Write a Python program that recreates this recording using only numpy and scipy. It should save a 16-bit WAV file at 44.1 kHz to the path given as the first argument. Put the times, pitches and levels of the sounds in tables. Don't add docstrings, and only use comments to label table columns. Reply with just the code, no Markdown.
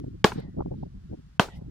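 import sys
import numpy as np
from scipy import signal
from scipy.fft import rfft, irfft, next_fast_len
from scipy.io import wavfile
from scipy.ndimage import uniform_filter1d, map_coordinates

SR = 44100
rng = np.random.default_rng(int(sys.argv[2]) if len(sys.argv) > 2 else 0)


def attenuation_scalar(level_db):
    decades = np.asarray(level_db, float) / 20
    return 10 ** decades


def store_pcm(level_fs):
    pcm = np.round(np.clip(level_fs, -1, 1) * 32767).astype(np.int16)
    wavfile.write(sys.argv[1], SR, np.atleast_2d(pcm).T)


N = 74970


def unit(x):
    return x / np.sqrt(np.mean(x ** 2) + 1e-20)


def peak(x):
    return x / np.abs(x).max()


def along(points, hz):
    f, value = np.transpose(points)
    return np.interp(np.log(hz + 1), np.log(f + 1), value)


def closed(points):
    below, above = (points[0][0] / 2, -120), (points[-1][0] * 2, -120)
    ends = [below] + list(points) + [above]
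    return lambda hz: attenuation_scalar(along(ends, hz))


def wobble(rate):
    knots = rng.standard_normal(int(N * rate / SR) + 4)
    return map_coordinates(knots, [np.arange(N) * rate / SR])


def filtered(x, response):
    size = x.shape[-1]
    m = next_fast_len(size + 8192)
    spectrum = rfft(x, m) * response(np.fft.rfftfreq(m, 1 / SR))
    return irfft(spectrum, m)[..., :size]


def pair(size, apart):
    mid, side = rng.standard_normal((2, size))
    side = filtered(side, lambda f: apart * (1 + 1j * f / 3000) / (1 + 1j * f / 6000))
    return np.array([mid + side, mid - side])


def add(out, x, s):
    i = round(s * SR)
    out[:, i:i + x.shape[1]] += x[:, :N - i]


def modes(table):
    def response(f):
        return sum(attenuation_scalar(db) * 1j * f * width / (centre ** 2 - f * f + 1j * f * width)
                   for centre, width, db in table)
    return response


def bell(s, length):
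    return np.exp(-.5 * ((np.arange(N) / SR - s) / length) ** 2)


def push(t, s, length):
    return np.sin(np.pi * np.clip((t - s) / length, 0, 1)) ** 2


# time_s, level_db
BREEZE_STRENGTH = [(0.0, -46), (0.596, -42.5), (0.686, -42.5), (0.828, -47.5), (1.05, -45), (1.202, -49.5),
                   (1.406, -54), (1.566, -39), (1.7, -49)]
# pitch_hz, level_db
EDDY_COLOUR = [(12, -40), (20, -20), (59, -10.5), (75, -16), (168, -16), (406, -39), (800, -55),
               (1040, -88), (1760, -120)]
# centre_s, length_s, level_db, brightest_hz
PUFFS = [(0.002, 0.024, -36, 410), (0.044, 0.0039, -26.5, 637), (0.077, 0.008, -29.5, 486),
         (0.117, 0.016, -41, 346), (0.147, 0.0086, -35.5, 407), (0.338, 0.023, -33.5, 284),
         (0.36, 0.0013, -23, 624), (0.381, .005, -31.5, 555), (0.391, 0.012, -28.5, 700),
         (0.446, .012, -35.5, 485), (0.49, .006, -33, 400), (0.548, .004, -40, 600),
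         (0.586, 0.0097, -23.5, 633), (.596, 0.0037, -28.5, 1100), (0.608, 0.0025, -20, 1280),
         (0.622, 0.0018, -28, 1270), (0.66, 0.0014, -23.5, 926), (0.672, 0.015, -31, 503),
         (0.72, 0.0062, -25, 710), (0.742, 0.0043, -31.5, 819), (0.775, 0.018, -34.5, 446),
         (0.821, 0.019, -35.5, 394), (0.832, .003, -25, 840), (0.865, 0.0083, -39, 559),
         (1.111, 0.011, -33.5, 510), (1.135, 0.0093, -31, 660), (1.189, 0.012, -40.5, 453),
         (1.59, 0.0033, -38.5, 400.7), (1.621, 0.0046, -31.5, 580), (1.685, 0.016, -37.5, 403)]
# start_s, end_s
LEFT_FIRST = [(0, 0.12), (0.339, 0.49), (.645, .77), (1.092, 1.46)]


def breeze():
    lumpy_db, apart, port_lag_s = 2.5, .13, .0009
    puff_low_hz, tilt_db = 110, -5
    t = np.arange(N) / SR
    rumble = unit(filtered(pair(N, apart), closed(EDDY_COLOUR)))
    strength_db = np.interp(t, *np.transpose(BREEZE_STRENGTH))
    wind = attenuation_scalar(strength_db + lumpy_db * wobble(23)) * rumble

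    for s, length, db, top_hz in PUFFS:
        def shape(f):
            octaves = np.log2(1 + (f / puff_low_hz) ** 2)
            slope = attenuation_scalar((tilt_db - 6) / 2 * octaves)
            return f / puff_low_hz * slope * np.exp(-(f / top_hz) ** 3)

        puff = filtered(pair(N, apart), shape) * bell(s, length)
        wind += attenuation_scalar(db) * unit(puff) * np.sqrt(length * SR / N)

    spells = sum((t >= start) * (t < end) * 1. for start, end in LEFT_FIRST)
    left = uniform_filter1d(spells, size=600)
    late = np.roll(wind, round(port_lag_s * SR), axis=1)
    first = np.array([left, 1 - left])
    return first * wind + (1 - first) * late


# pitch_hz, level_db
HISS_COLOUR = [(290, -34.5), (500, -8.5), (1450, -0.5), (2320, -7.5), (3110, -7), (5190, -10.5),
               (14700, -28.5), (16500, -31)]
# start_s, bite_db, stop_s (after the start), thud_db
CHOPS = [
    (.2430, -1.5, 0.003005, 5),
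    (1.3955, -3.5, .0015, 3),
]


def hiss():
    level_db, duck_db, recover_s = -70.5, -4, .2
    gap_db, lead_s = -15, .016
    t = np.arange(N) / SR
    dip_db = np.zeros(N)
    for s, *_ in CHOPS:
        dip_db += duck_db * np.exp(-np.abs(t - s) / recover_s) * (t > s)
        dip_db += gap_db * (t > s - lead_s) * (t <= s)
    noise = unit(filtered(pair(N, .8), closed(HISS_COLOUR)))
    return attenuation_scalar(level_db + dip_db + wobble(8)) * noise


# centre_s, length_s, level_db, pitch_hz, width_hz
RUSTLES = [(.001, 0.00067, -52.5, 3000, 9100), (0.335, 0.0045, -58, 9000, 8000),
           (0.374, 0.035, -55, 1300, 1500), (0.38, 0.038, -57.5, 3800, 2280),
           (0.402, 0.0015, -63, 9000, 8000), (.460, 0.023, -59.5, 655, 540),
           (0.815, 0.038, -75, 4000, 2700), (2.3, 0.0065, -65, 1671, 1500),
           (1.222, 0.0023, -71, 1586, 1179), (1.536, .025, -60, 3144, 1244), (1.550, 0.072, -60, 670, 400),
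           (1.558, 0.017, -68, 5000, 1500), (1.566, 0.016, -71, 10000, 8000)]


def rustles():
    out = np.zeros((2, N))
    for s, length, db, hz, width in RUSTLES:
        crackle = pair(N, .7) * attenuation_scalar(1.5 * wobble(300))
        leaf = unit(filtered(crackle, lambda f: np.exp(-.5 * ((f - hz) / width * 2) ** 2)))
        out += attenuation_scalar(db) * leaf * bell(s, length)
    return out


# pitch_hz, width_hz, level_db
STALK = [
    [(216, 128, -6.5), (414, 160.6, -5.5), (874, 110, -7), (1100, 160, -7), (1600, 200, -3),
     (2153, 200, -6.5), (2790, 300, -5), (3263, 281, -7), (3960, 150, -18), (4680, 220, -6)],
    [(185.8, 120, 2.5), (476.3, 61, -4.5), (698, 90, 3), (990, 150, 0.5), (1194, 57.4, 3), (1500, 430, 3),
     (2000, 67, -14.5), (2575, 454, 3), (3060, 370, -10), (4290, 200, -9), (4640, 600, -20)],
]
# pitch_hz, level_db
BUSH_COLOUR = [(150, -6.5), (400, 2.5), (1000, -1.5), (2000, -10), (4000, -11.5), (8000, -26),
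               (12000, -30.5), (16000, -29.5)]
# pitch_hz, fade_s
BUSH_FADE = [(200, 0.17), (1000, 0.17), (4000, 0.17), (8000, 0.23), (13000, 0.18)]


def chops():
    strike_s, thud_s = .00028, .0008
    bite_t60_s, fibres_db, fibres_top_hz = .02, -4, 5420
    out, t = np.zeros((2, N)), np.arange(SR // 2) / SR
    for (s, bite_db, stop_s, thud_db), table, back_db in zip(CHOPS, STALK, (-19, -21)):
        body = modes(table)
        blow = push(t, strike_s / 2, strike_s) - .5 * push(t, 0, strike_s / 2)
        strike = peak(filtered(blow, body))
        fibres = pair(len(t), .5) * attenuation_scalar(-60 * t / bite_t60_s) * (t > 2 * strike_s)
        bite = peak(filtered(fibres, lambda f: body(f) * 1j * f / (1 + 1j * f / fibres_top_hz) ** 4))
        thud = peak(filtered(-push(t, stop_s, thud_s), body))
        add(out, attenuation_scalar(bite_db) * (strike + attenuation_scalar(fibres_db) * bite) + attenuation_scalar(thud_db) * thud, s)

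        bushes = unit(filtered(pair(len(t), .55), closed(BUSH_COLOUR)))
        hz, when, z = signal.stft(bushes, SR, nperseg=256)
        fade = attenuation_scalar(-60 * when / along(BUSH_FADE, hz)[:, None])
        tail = signal.istft(z * fade, SR, nperseg=256)[1][:, :len(t)]
        add(out, attenuation_scalar(back_db) * tail * np.clip(t / 0.009, 0, 1), s)
    return out


# start_s, level_db, dullness_hz
KNOCKS = [
    (0.319, -24, 2000),
    (1.485, -32, 740),
    (1.611, -56, 937),
]
# pitch_hz, width_hz, level_db
GROUNDED = [(400, 120, -6), (930, 110, 2), (1400, 150, -2), (2300, 400, -10)]


def knocks():
    out, t = np.zeros((2, N)), np.arange(SR // 8) / SR
    body = modes(GROUNDED)
    for s, db, dull_hz in KNOCKS:
        contact = pair(len(t), 0.23) * attenuation_scalar(-60 * t / .03)
        knock = filtered(contact, lambda f: body(f) / (1 + 1j * f / dull_hz) ** 2)
        add(out, attenuation_scalar(db) * peak(knock), s)
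    return out


# time_s, pitch_hz, level_db
BLADE_GLIDES = [
    [(.33, 1726, -66), (.37, 1746, -66), (0.422, 2000, -63), (.48, 1896, -69), (.53, 1880, -78),
     (.57, 1770, -90)],
    [(1.49, 1900, -60), (1.545, 1900, -62), (1.57, 2060, -65), (1.61, 2030, -85)],
]


def ring():
    width_hz = 260
    t, out = np.arange(N) / SR, np.zeros((2, N))
    for s, hz, db in map(np.transpose, BLADE_GLIDES):
        phase = 2 * np.pi * np.cumsum(np.interp(t, s, hz)) / SR
        fuzz = np.array([wobble(width_hz) * np.cos(phase) + wobble(width_hz) * np.sin(phase)
                         for _ in out])
        out += attenuation_scalar(np.interp(t, s, db, -140, -140)) * unit(fuzz)
    return out


def scene():
    return breeze() + hiss() + rustles() + chops() + knocks() + ring()


def roll_off(x):
    return signal.sosfilt(signal.butter(12, 16840, fs=SR, output="sos"), x)


def record(dry):
    ceiling, top_hz = .93, 15900
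    held = dry / (1 + np.abs(dry / ceiling) ** 6) ** (1 / 6)
    mix = filtered(held, lambda f: 1 / (1 + (f / top_hz) ** 40))
    return roll_off(mix)


dry = scene()
out = record(dry)
store_pcm(out)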